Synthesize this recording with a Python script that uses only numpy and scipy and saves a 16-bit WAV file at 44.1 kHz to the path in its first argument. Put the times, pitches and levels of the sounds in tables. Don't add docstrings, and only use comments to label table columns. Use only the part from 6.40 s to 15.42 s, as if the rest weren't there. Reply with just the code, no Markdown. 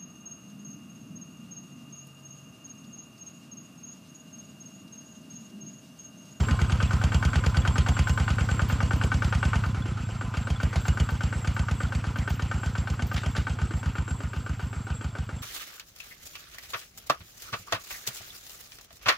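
import sys
import numpy as np
from scipy import signal
from scipy.fft import rfft, irfft, next_fast_len
from scipy.io import wavfile
from scipy.ndimage import uniform_filter1d

SR = 44100
rng = np.random.default_rng(int(sys.argv[2]) if len(sys.argv) > 2 else 0)


def wav_record(signal):
    frames = np.transpose(np.atleast_2d(signal))
    bounded = np.clip(frames, -1, 1)
    quanta = np.round(bounded * 32767).astype(np.int16)
    wavfile.write(sys.argv[1], SR, quanta)


def gain_from_decibels(decibels):
    exponent = np.asarray(decibels, float) / 20
    return 10 ** exponent


N = 397773
TIME = np.arange(N) / SR
OVERLAP_SHARE, INTAKE_SHARE, KNOCK_SHARE, TICK_SHARE = .2847, .5427, .745, .43
TURN_S = 7.15


def along(table, hz):
    f, v = np.transpose(table)
    return np.interp(np.log(hz + 1), np.log(f + 1), v)


def colour(x, table):
    size = next_fast_len(N)
    hz = np.fft.rfftfreq(size, 1 / SR)
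    return irfft(rfft(x, size) * gain_from_decibels(along(table, hz)), size)[:N]


def unit(x):
    return x / np.sqrt(np.mean(x ** 2))


def noise(table):
    return unit(colour(rng.standard_normal(N), table))


def walk(rate_hz):
    k = int(SR / rate_hz)
    steps = np.repeat(rng.standard_normal(N // k + 1), k)
    return 1.37 * uniform_filter1d(uniform_filter1d(steps, k), k)[:N]


def strike(times, gains, shape):
    train, lead = np.zeros(N + SR), SR // 4
    at = (np.asarray(times) * SR).astype(int) + lead
    np.add.at(train, np.clip(at, 0, N + SR - 1), gains)
    return signal.oaconvolve(train, shape)[lead:lead + N]


def fade(rise_s, t60_s):
    t = TIME[:SR // 3]
    return (1 - np.exp(-t / rise_s)) * np.exp(-np.log(1000) * t / t60_s)


def ring(modes, rise_s):
    t, out = TIME[:SR // 3], 0
    for hz, db, t60_s, *sign in modes:
        out = out + np.prod(sign) * gain_from_decibels(db) * np.sin(2 * np.pi * hz * t) * fade(rise_s, t60_s)
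    return out


def resonate(push, modes, rise_s):
    return signal.fftconvolve(push, ring(modes, rise_s))[:N]


def moments(s, share):
    edges = np.concatenate([[2 * s[0] - s[1]], s, [2 * s[-1] - s[-2]]])
    return edges[:-1] + share * np.diff(edges)


def bump(times, at_s, half_s, db):
    return db * np.exp(-((times - at_s) / half_s) ** 2)


def overrun_db(times):
    return bump(times, 3.38, .2, 3)


# start_s, load_db, facing_db
WORK = [(0, -1, 0.5), (1.6, 1.5, -0.5), (1.75, .5, 2.5), (1.95, .5, 5.5), (3.16, 3, 7.5), (3.3, -2.5, 0.5),
        (3.6, -6, -1), (3.72, -7.5, 5), (3.84, -5, 9), (3.97, -0.5, 1.5), (4.25, 1, -2), (4.55, 3.5, 1.5),
        (4.8, 2, 3), (6.3, 2, 4), (6.95, 3, 3), (7.9, -0.5, 0), (8.15, 0, 2.5), (9.02, 0, -1.5)]


def rule(times, start_db, distance, load, facing):
    at, load_db, facing_db = np.transpose(WORK)
    leaving_db = -0.7432 * times
    return (start_db + distance * leaving_db + load * np.interp(times, at, load_db)
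            + facing * np.interp(times, at, facing_db))


# start_s, speed_hz [cycles/s]
SPEED = [(0.0, 9.477), (1.248, 9.398), (1.683, 9.64), (2.256, 9.491), (3.097, 9.702), (3.846, 7.988),
         (3.92, 7.439), (4.39, 7.996), (4.442, 8.125), (4.573, 8.607), (5.003, 8.337), (5.798, 8.501),
         (6.634, 8.232), (6.93, 8.572), (8.252, 7.486), (8.407, 7.117), (8.679, 6.996), (9.02, 7.475)]
# start_s, level_db
LEAN = [(.533, -0.5), (3.262, -0.5), (4.719, -3.5), (4.956, -3), (5.434, -0.9), (5.669, -1.5),
        (6.143, -1.2), (7.098, -1), (7.338, -1.1), (7.965, -0.5), (8.227, -1), (8.364, -2.5), (8.926, -5)]


def firings():
    cycles = np.cumsum(np.interp(TIME, *np.transpose(SPEED))) / SR
    s = np.interp(np.arange(.0603, cycles[-1]), cycles, TIME)
    chance, lean_db = rng.standard_normal((5, len(s))), np.zeros(len(s))
    for t, db in LEAN:
        lean_db[np.argmin(abs(s - t))] = db
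    turned = s > TURN_S
    light_db = np.minimum(rule(s, 0.5, 0, 1, 0), 0)
    puff_loss_db = np.maximum(5.5 * (lean_db + light_db), -24)
    thud_db = rule(s, 4, 1.65, 1.08, -0.06) + lean_db + 1 * turned + .5 * chance[0]
    echo = rule(s, 0.64, 0, 0.1, -0.0817) + 0.31 * turned + 0.09 * chance[1]
    knock_db = rule(s, -27.5, 1.58, 0.66, 0.78) + light_db + 1.4 * chance[2]
    puff_db = rule(s, -36.5, 1.78, 2.03, -0.84) + puff_loss_db - 3.5 * turned + 0.5 * chance[3]
    clack = turned * gain_from_decibels(-30.5 + 3.5 * lean_db + 3 * chance[4])
    return s, thud_db, echo, knock_db, puff_db, clack


# pitch_hz, level_db, t60_s, polarity
EXHAUST = [(52, -20.8, .153, 1), (60, -18.9, .101, 1), (85, -.7, .0346, -1), (142, 2.8, .0153, 1),
           (205, -24, .04, -1)]


def exhaust(s, thud_db, echo):
    pipe_echo_s = .0132
    gains = np.append(gain_from_decibels(thud_db), echo * gain_from_decibels(thud_db))
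    return strike(np.append(s, s + pipe_echo_s), gains, ring(EXHAUST, .012))


# pitch_hz, level_db, t60_s, polarity
OVERLAP = [(112, 8.1, .0322, -1), (114, 8.7, .0285, 1), (201, -17.5, .0244, 1)]


def overlap(s):
    times = moments(s, OVERLAP_SHARE)
    level_db = rule(times, 5.5, 0.97, 0, 0.2) + overrun_db(times)
    return strike(times, gain_from_decibels(level_db + 0.69 * rng.standard_normal(len(times))), ring(OVERLAP, .013))


# pitch_hz, level_db, t60_s, polarity
INTAKE = [(105, -11.1, .1, -1), (106, -9.5, .04, 1), (207, -30, .07, -1)]


def intake(s):
    times = moments(s, INTAKE_SHARE)
    level_db = rule(times, 4.5, 1.6, 0.05, 0.27) + bump(times, 3.85, 0.13, -3.5) + overrun_db(times)
    return strike(times, gain_from_decibels(level_db + 0.69 * rng.standard_normal(len(times))), ring(INTAKE, .0139))


# pitch_hz, level_db, t60_s
BLOCK = [(560, -13.5, 0.054), (801, -14.5, 0.073), (892, -11, 0.072), (1235.6, -3, 0.043),
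         (1297, -14, 0.083), (1435, 3, 0.027), (1511.6, -4, 0.075), (1490, -49, 0.012),
         (1810, -15.5, 0.089), (2270, -10.5, 0.035), (2770, -14, 0.043), (3170, -12, 0.023),
         (4590, -22, 0.02), (5800, -37.5, 0.0086)]


def knock(s, knock_db, clack):
    times, size = moments(s, KNOCK_SHARE)[:-1], gain_from_decibels(knock_db)
    push = strike(times, size, np.ones(1))
    push += gain_from_decibels(-27.5) * strike(times, size, fade(.001, .05)) * rng.standard_normal(N)
    push += strike(s - .00137, gain_from_decibels(-7.0) * clack, np.ones(1))
    return gain_from_decibels(4) * resonate(push, BLOCK, 0.00095)


# pitch_hz, level_db
PUFF = [(300, -14.5), (700, -10), (1480, -24), (1890, -16.5), (3150, -15), (3900, -25), (4620, -19.5),
        (5810, -25), (6600, -22), (8410, -28), (10100, -36), (12000, -33.5), (15600, -57)]
# pitch_hz, level_db, t60_s
TIN = [(2220, 2, 0.011), (2880, -9, 0.15), (3208, -7, 0.086), (4600, 5, 0.011), (5330, -18, 0.02),
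       (6505, 4, 0.0093)]


def puff(s, puff_db):
    gust = strike(s - .0035, gain_from_decibels(puff_db), fade(0.0012, 0.04))
    shaken = resonate(gust * rng.standard_normal(N), TIN + BLOCK, 0.00086)
    return gain_from_decibels(13.5) * gust * noise(PUFF) + gain_from_decibels(-15.5) * shaken


# pitch_hz, level_db [per Hz]
CLATTER = [(150, -10.5), (250, -1), (340, -6), (593, -13), (902, -9), (1110, -12), (1210, -6.5),
           (1490, -8.5), (1710, -15.5), (2750, -16), (3840, -24), (4540, -24.5), (7000, -30.5), (9100, -51),
           (15400, -120)]


def rattle():
    out = 0
    for hz in 250 * 2 ** np.arange(0, 5.5, .5):
        edges_hz = [hz / 2 ** 0.21, hz * 2 ** 0.23]
        sos = signal.butter(2, edges_hz, "band", fs=SR, output="sos")
        out = out + gain_from_decibels(2.78 * walk(60)) * signal.sosfilt(sos, rng.standard_normal(N))
    return unit(colour(out, CLATTER))


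# pitch_hz, level_db
HISS = [(6000, -3.5), (7200, -8.5), (8000, -0.5), (9200, -8), (10800, -14), (12000, -12), (13200, -60),
        (15500, -28)]


def clatter(s):
    level_db = rule(TIME, -45.5, 1.19, 0.42, 0.06)
    shake = 0.36 + strike(moments(s, KNOCK_SHARE)[:-1], 1., fade(0.00048, 0.39))
    shake += strike(s, 0.48, fade(0.014, 0.31))
    shake += strike(moments(s, OVERLAP_SHARE), 0.55, fade(0.0016, 0.043))
    shake += strike(moments(s, 0.22), 0.45, fade(0.0033, 0.034))
    taps = (rng.random(N) < 180 / SR) * rng.standard_normal(N) * shake
    tapped = unit(resonate(taps, BLOCK + TIN, 0.00029))
    rattling = shake * (rattle() + gain_from_decibels(-12) * noise(HISS))
    return gain_from_decibels(level_db + 6) * rattling + gain_from_decibels(level_db - 7.5) * tapped


# start_s, level_db, length_s
SCRAPES = [
    (2.282, -39.5, 0.053),
    (4.358, -39, 0.071),
    (6.762, -30.5, 0.059),
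    (6.96, -38, 0.082),
]


def scrape():
    rub = sum(strike([t], gain_from_decibels(db), fade(.002, 3 * length_s)) for t, db, length_s in SCRAPES)
    rub = rub * gain_from_decibels(3.5 * walk(300))
    share = resonate(rub * rng.standard_normal(N), [(3650, -0.5, 0.034), (3860, -18, 0.021)], 0.00033)
    grit = noise([(500, 0), (1500, 6.5), (3700, 3), (5200, -1.0), (7000, -8), (12000, -20)])
    return gain_from_decibels(-29.5) * share + rub * grit


def iron(s, knock_db, puff_db, clack):
    return knock(s, knock_db, clack) + puff(s, puff_db) + clatter(s) + scrape()


def uneven_rings(times, modes, level_db):
    level_db, out = level_db + overrun_db(times), 0
    for mode in modes:
        gains = gain_from_decibels(level_db + 4.5 * rng.standard_normal(len(times)))
        out = out + strike(times, gains, ring([mode], 0.0026))
    return out


# pitch_hz, level_db, t60_s
FRAME = [(330, 5, .05), (403, 2.5, 0.046), (524, -1, .04)]


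def frame(s):
    times = moments(s, KNOCK_SHARE)
    return uneven_rings(times, FRAME, rule(times, -45, -1, -.5, -.2))


# pitch_hz, level_db, t60_s
TICK = [(3410, 9, 0.038), (2150, -11, .03)]


def pushrod(s):
    times = moments(s, TICK_SHARE)
    return uneven_rings(times, TICK, rule(times, -49, 1.5, .3, -.6))


def gear():
    pitch_hz = 1035 * (1 + .009 * walk(3.6) + 0.0097 * walk(25))
    phase = 2 * np.pi * np.cumsum(pitch_hz) / SR
    load_db = np.interp(TIME, [3.3, 3.45, 3.75, 3.9, 4.5, 4.8], [0.5, -6, -12, -3, -8, -17.0])
    return gain_from_decibels(-50.5 + 3.6 * walk(30) + load_db) * np.sin(phase)


# pitch_hz, level_db
SOIL = [(150, -18), (260, -5), (380, 7.5), (520, -2.5), (800, -28)]


def soil():
    lumps = (rng.random(N) < 45 / SR) * gain_from_decibels(10.4 * rng.standard_normal(N))
    heave = 0.19 + unit(signal.oaconvolve(lumps, fade(0.0024, 0.074))[:N])
    return gain_from_decibels(rule(TIME, -55.5, 1.8, -0.5, 0.4)) * heave * noise(SOIL)


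# pitch_hz, width_hz, flicker_hz, swing_db
INSECTS = [(7440, 45, 22, 3), (13400, 180, 25, 3.5), (14620, 90, 30, 3.5)]
# start_s, level_db
INSECT_HUSH = [
    (3.27, 0),
    (3.36, -8),
    (3.93, -7),
    (3.97, 0),
]


def insects():
    hush_db = np.interp(TIME, *np.transpose(INSECT_HUSH))
    start_db, fall_db_per_s, swell_db = (-55.5, -79, -75), (-0.66, -.5, -0.44), (1.5, 2.5, .7)
    out = 0
    for (hz, width, flicker_hz, swing_db), db, fall, swell in zip(INSECTS, start_db, fall_db_per_s, swell_db):
        level_db = db + fall * TIME + hush_db + swell * walk(8)
        for shift, far_db in ((1, 2.5), (1.018, -3.5), (1.045, -2.5)):
            top = hz * shift
            band = noise([(top - 5 * width, -40), (top - width / 2, -4), (top, 0),
                          (top + width / 2, -4), (top + 5 * width, -40)])
            out = out + gain_from_decibels(level_db + far_db + swing_db * walk(flicker_hz)) * band
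    return out


# start_s, level_db
HIGH_BURSTS = [(0.18, -69), (0.3212, -65), (0.8325, -57), (1.0455, -56.5), (1.3633, -73.5), (1.479, -56),
               (1.6776, -52), (1.7594, -55), (2.2822, -44), (2.5606, -54), (3.2266, -61), (4.2188, -56),
               (4.4054, -54), (4.4623, -52), (4.7037, -54), (5.1407, -57), (5.7663, -57), (5.893, -49),
               (5.9524, -55), (6.5296, -60), (6.6667, -49), (6.7296, -53), (6.9057, -59), (7.8211, -66)]


def high_bursts():
    s, db = np.transpose(HIGH_BURSTS)
    voice = noise([(14200, -33), (14550, -3), (14620, 0), (14700, -5), (15000, -40)])
    return strike(s, gain_from_decibels(db + 1), fade(.002, 0.14)) * voice


# pitch_hz, level_db
SCATTER = [(60, -51), (400, -14), (1000, -13.5), (1500, -7), (2200, -12), (3000, -17), (6500, -42),
           (7200, 0), (9000, -41), (9700, -30), (12000, -23), (15000, -18)]


def scatter(rattling, singers):
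    return gain_from_decibels(-2.0) * colour(rattling, SCATTER) + gain_from_decibels(-22.5) * np.roll(singers, SR // 30)


# pitch_hz, level_db
BALANCE = [(60, -0.5), (110, -0.5), (200, -1.0), (380, -1.5), (700, -3.0), (1290, -1.0), (2380, 0.5),
           (4400, 0.0), (8120, 0.0), (15000, 0.0)]
# pitch_hz, lead_rad
LEAD = [(60, 0.04), (1550, 0.2), (1890, 0.1), (6890, -0.0), (8350, -2.8), (8870, -3.5), (9130, -5.0),
        (9730, -6.2), (10900, -6.6), (11400, -9.3), (12800, -9.5), (13300, -12.2), (14400, -12.7),
        (15300, -15.6)]


def ports(mid, side):
    size = next_fast_len(N)
    hz = np.fft.rfftfreq(size, 1 / SR)
    half = gain_from_decibels(along(BALANCE, hz) / 2) * np.exp(.5j * along(LEAD, hz))
    both = irfft(rfft(mid, size) * np.array([half, 1 / half]), size)[:, :N]
    return both + side * np.array([[1], [-1]])


def scene():
    s, thud_db, echo, knock_db, puff_db, clack = firings()
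    gas = exhaust(s, thud_db, echo) + overlap(s) + intake(s)
    machine = iron(s, knock_db, puff_db, clack) + frame(s) + pushrod(s) + gear()
    singers = insects() + high_bursts()
    side = scatter(iron(s, knock_db, puff_db, clack), singers)
    return ports(gas + machine + soil() + singers, side)


# pitch_hz, level_db
MICROPHONE = [(18, -37), (31, 2), (140, 1), (200, 5), (260, 3), (330, -3), (500, 1), (16000, -0.5)]


def microphone(dry):
    return np.array([colour(port, MICROPHONE) for port in dry])


def roll_off(x):
    return signal.sosfilt(signal.butter(12, 15750, fs=SR, output="sos"), x)


def record(dry):
    mix = microphone(dry)
    return roll_off(mix)


dry = scene()
out = record(dry)
wav_record(out)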